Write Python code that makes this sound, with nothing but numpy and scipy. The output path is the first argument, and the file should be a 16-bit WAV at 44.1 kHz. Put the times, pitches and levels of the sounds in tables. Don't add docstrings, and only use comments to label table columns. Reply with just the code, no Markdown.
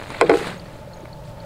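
import sys
import numpy as np
from scipy import signal
from scipy.fft import rfft, irfft
from scipy.io import wavfile
from scipy.ndimage import uniform_filter1d

SR = 44100
rng = np.random.default_rng(int(sys.argv[2]) if len(sys.argv) > 2 else 0)


def wav_out(sig):
    wavfile.write(sys.argv[1], SR, np.round(np.clip(np.atleast_2d(sig).T, -1, 1) * 32767).astype(np.int16))


N = 63945
T = np.arange(N) / SR

# (frequency [Hz], density [dB])
WIND_SPECTRUM = [(20, 0.5), (40, 4), (130, -2), (230, -6.5), (400, -9), (600, -9.5), (950, -14.5),
                 (1300, -15.5), (2200, -26.5), (4500, -28), (6000, -33), (16000, -39)]
# (centre [Hz], half-width [Hz], level [dB])
DRONE_BANDS = [(113, 15.4, -46.5), (150, 25, -45.5), (580, 57, -44.5), (876, 35, -49.5)]
# (time [s], level [dB], pitch [Hz])
TACKLE_TICKS = [(.247, -47.5, 4650), (0.266, -44, 4690), (.596, -40, 4620), (0.656, -49, 4450),
                (0.933, -43, 4350), (1.1295, -42.5, 4420), (1.402, -44, 4400)]
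# (time [s], level [dB], length [s])
TACKLE_SQUEAKS = [(0.575, -51, 0.012), (.936, -51, .013), (0.966, -52, 0.011), (1.005, -48, 0.0055)]
# (time [s], level [dB])
SCUFF_ENVELOPE = [(0, -41.5), (.09, -42), (.125, -35.5), (.26, -33.5), (.31, -30.5), (.39, -31.5),
                  (.5, -31), (.55, -37.5), (.6, -48.5), (.72, -47.5), (.85, -55.5), (1.03, -49),
                  (1.15, -68), (1.45, -50.5)]
# (frequency [Hz], density [dB])
SCUFF_SPECTRUM = [(100, -5.5), (250, 2.5), (330, 3), (700, 1), (1500, -1.5), (2400, -2.5), (2900, -9.5),
                  (4100, -9.5), (5700, -29.5), (8300, -22.5), (11000, -33.5), (16000, -49)]
# (time [s], level [dB])
HISS_ENVELOPE = [(0, -49), (.12, -46.5), (.25, -55), (.318, -60), (.328, -41), (.385, -36), (.42, -41.5),
                 (.47, -38.5), (.6, -58.5), (.8, -56), (.88, -71), (1.22, -62), (1.265, -54.5),
                 (1.305, -53), (1.34, -69), (1.45, -55)]
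# (frequency [Hz], density [dB])
HISS_SPECTRUM = [(1500, 5.5), (4200, 9.5), (5800, -2.5), (7200, 2.5), (8500, 0), (10500, -5), (13000, -12),
                 (16000, -21)]
# (time [s], crunch [dB], fizz [dB])
CRUMB_SNAPS = [(0.1036, -8.5, -17), (.205, -8.5, -28), (0.3709, -3.5, -16), (0.4694, -5, -30),
               (0.4722, -5.5, -19), (0.4782, -14, -16), (0.787, -23.5, -52), (1.0552, -16, -42),
               (1.083, -25, -49)]
# (time [s], level [dB], pitch [Hz])
ROCKING_THUDS = [(0.2095, -9, 530), (0.2138, -6.5, 466), (0.2239, -6, 441), (0.2351, -9, 446),
                 (0.2435, -16, 474), (0.2802, -29.5, 414), (0.2928, 0, 461), (0.3016, -9.5, 470),
                 (0.3102, -3.5, 370), (0.319, -9.5, 310), (0.3305, -13.5, 406), (0.3368, -7, 419),
                 (0.3495, -8.5, 422), (0.408, -20, 400), (0.4225, -23, 432), (0.784, -35, 414),
                 (1.0281, -30, 333)]
# (frequency [Hz], level [dB], t60 [s])
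BUCKET_MODES = [(313, -7, 0.27), (332.1, 1, 0.28), (424.2, 2.5, 0.26), (458.4, -1, 0.39), (495, -3, 0.3),
                (673.3, 4, 0.12), (806.7, -1, 0.24), (1076, -7, 0.14), (1320, -13, 0.31),
                (1448, 0.5, 0.043), (1970, -37, 0.077), (2260, -24, 0.059)]
# (frequency [Hz], density [dB])
CRACK_SPECTRUM = [(150, -61), (500, -36), (650, 2), (1050, 4.5), (1260, -9), (1500, 1.5), (1680, -8),
                  (2100, -2.5), (2600, -5), (2820, -32), (3200, -7.5), (3650, -22.5), (4200, -8.5),
                  (4550, -34), (4900, -12), (6100, -32.5), (8300, -17.5), (10200, -32), (16000, -59)]
# (time [s], crack [dB], ring [dB], clatter [dB], clatter t60 [s], crack cutoff [Hz])
BOOT_KNOCKS = [(0.212, 12.5, -22, 9, 0.025, 17000), (0.2177, -12, -28, 9, 0.044, 7600),
               (.2958, 4.5, -17, 12.5, 0.047, 8900), (0.3165, 1.5, -33.5, -1, 0.032, 3360),
               (.339, 1, -29.5, -15.5, 0.16, 2470)]


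def amp(db):
    return 10 ** (np.asarray(db) / 20)


def unit(x):
    return x / np.sqrt(np.mean(x ** 2) + 1e-20)


def colour(spectrum, hz):
    table_hz, db = np.transpose(spectrum)
    return amp(np.interp(np.log(hz + 1), np.log(table_hz + 1), db))


def level(envelope):
    return amp(np.interp(T, *np.transpose(envelope)))


def add(mix, time_s, sound):
    part = mix[max(round(time_s * SR), 0):][:len(sound)]
    part += sound[:len(part)]


def cut(x, hz, kind="low", order=2):
    return signal.sosfilt(signal.butter(order, hz, kind, fs=SR, output="sos"), x)


def band(centre_hz, half_width_hz):
    hz = np.fft.rfftfreq(N, 1 / SR)
    return unit(irfft(rfft(rng.standard_normal(N)) / (1 + ((hz - centre_hz) / half_width_hz) ** 2), N))


def click(spectrum, size=2048):
    log_gain = np.log(colour(spectrum, abs(np.fft.fftfreq(size, 1 / SR))))
    pulse = np.fft.ifft(np.exp(np.conj(signal.hilbert(log_gain)))).real
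    return pulse / np.linalg.norm(pulse)


def burst(t60_s, size=8192):
    x = rng.standard_normal(size) * np.exp(-np.log(1000) * T[:size] / t60_s)
    return x / np.linalg.norm(x)


def friction(spectrum, grains_per_s=1400, grain_share=.36, spread_db=2, patch_db=3, flicker_db=.5):
    grains = rng.standard_normal(N) * (rng.random(N) < grains_per_s / SR)
    grains *= amp(spread_db * np.minimum(rng.exponential(1, N), 3))
    rub = np.sqrt(grain_share) * unit(grains) + np.sqrt(1 - grain_share) * rng.standard_normal(N)
    hz, _, frames = signal.stft(rub, SR, nperseg=256)
    patches = uniform_filter1d(rng.standard_normal(frames.shape), size=8, axis=0)
    patches = unit(uniform_filter1d(patches, size=3, axis=1))
    flicker = rng.standard_normal(frames.shape[1])
    frames *= colour(spectrum, hz)[:, None] * amp(patch_db * patches - flicker_db * flicker)
    return unit(signal.istft(frames, SR, nperseg=256)[1][:N])


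def wind(level_db=-42):
    gain = colour(WIND_SPECTRUM, np.fft.rfftfreq(N, 1 / SR))
    return amp(level_db) * unit(irfft(rfft(rng.standard_normal(N)) * gain, N))


def drone():
    return sum(amp(db) * band(hz, half_width_hz) for hz, half_width_hz, db in DRONE_BANDS)


def boom(level_db=-35, rise_s=.029, t60_s=2.73):
    age_s = np.maximum(T - BOOT_KNOCKS[0][0], 0)
    envelope = amp(level_db - 60 * age_s / t60_s) * np.minimum(age_s / rise_s, 1)
    return envelope * band(centre_hz=177.7, half_width_hz=24.7)


def tackle(rise_s=.0015, glide_depth=.07, settle_s=.0015, squeak_hz=6580, ramp_s=.002):
    out, t = np.zeros(N), T[:SR // 50]
    envelope = np.sqrt(t / rise_s) * np.exp((1 - t / rise_s) / 2)
    glide = 1 - glide_depth * np.exp(-t / settle_s)
    for time_s, db, hz in TACKLE_TICKS:
        chirp = np.sin(2 * np.pi * np.cumsum(hz * glide) / SR)
        roughness = .55 * band(hz, half_width_hz=300)[:len(t)]
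        add(out, time_s, amp(db) * envelope * (chirp + roughness))
    for time_s, db, length_s in TACKLE_SQUEAKS:
        gate = np.clip(np.minimum(t, length_s - t) / ramp_s, 0, 1)
        roughness = .2 * band(squeak_hz, half_width_hz=200)[:len(t)]
        add(out, time_s, amp(db) * gate * (np.sin(2 * np.pi * squeak_hz * t) + roughness))
    return out


def scuffing():
    out = level(SCUFF_ENVELOPE) * friction(SCUFF_SPECTRUM)
    out += level(HISS_ENVELOPE) * friction(HISS_SPECTRUM)
    crunch, fizz = click(SCUFF_SPECTRUM), click(HISS_SPECTRUM)
    for time_s, crunch_db, fizz_db in CRUMB_SNAPS:
        snap = amp(crunch_db) * crunch + amp(fizz_db) * fizz
        add(out, time_s, signal.fftconvolve(burst(t60_s=.012), snap))
    return out


def dragging(length_s=.15, slips_per_s=72, jitter=.2, gain_db=-11, spread_db=2):
    out, slip = np.zeros(N), cut(click(SCUFF_SPECTRUM), hz=2600, order=4)
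    for k, (offset, strength) in enumerate(rng.standard_normal((int(length_s * slips_per_s), 2))):
        add(out, (k + jitter * offset) / slips_per_s, amp(gain_db + spread_db * strength) * slip)
    return out


def thuds(rise_s=.0034):
    out, t = np.zeros(N), T[:SR // 10]
    swell = (t / rise_s * np.exp(1 - t / rise_s)) ** 2
    for time_s, db, hz in ROCKING_THUDS:
        add(out, time_s, amp(db) * swell * np.sin(2 * np.pi * hz * t))
    return out


def knocks(grit_rise_s=.00068, grit_db=-6, clatter_low_hz=584, crossover_hz=2270):
    out, contact = np.zeros(N), click(CRACK_SPECTRUM)
    grit_age = T[:SR // 100] / grit_rise_s
    ring = sum(amp(db) * np.exp(-np.log(1000) * T / t60_s) * np.sin(2 * np.pi * hz * T)
               for hz, db, t60_s in BUCKET_MODES)
    rattle = cut(cut(contact, clatter_low_hz, "high", order=4), crossover_hz)
    for time_s, crack_db, ring_db, clatter_db, clatter_t60_s, cutoff_hz in BOOT_KNOCKS:
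        grit = cut(rng.standard_normal(len(grit_age)) * grit_age * np.exp(-grit_age), crossover_hz, "high")
        blow = signal.unit_impulse(len(grit)) + amp(grit_db) * grit / np.linalg.norm(grit)
        crack = cut(signal.fftconvolve(blow, contact), cutoff_hz, order=4)
        add(out, time_s, amp(crack_db) * crack)
        add(out, time_s, amp(ring_db) * ring)
        add(out, time_s, amp(clatter_db) * signal.fftconvolve(burst(clatter_t60_s), rattle))
    return out


def scene():
    impacts = cut(knocks() + thuds(), hz=285, kind="high", order=10)
    return (impacts + boom() + dragging() + scuffing() + tackle() + wind() + drone())[None]


def record(dry, cutoff_hz=15800):
    clipped = dry / (1 + dry ** 6) ** (1 / 6)
    low_pass = signal.firwin(1023, cutoff_hz, window=("kaiser", 9), fs=SR)
    return signal.oaconvolve(clipped, low_pass[None], "same")


dry = scene()
out = record(dry)
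wav_out(out)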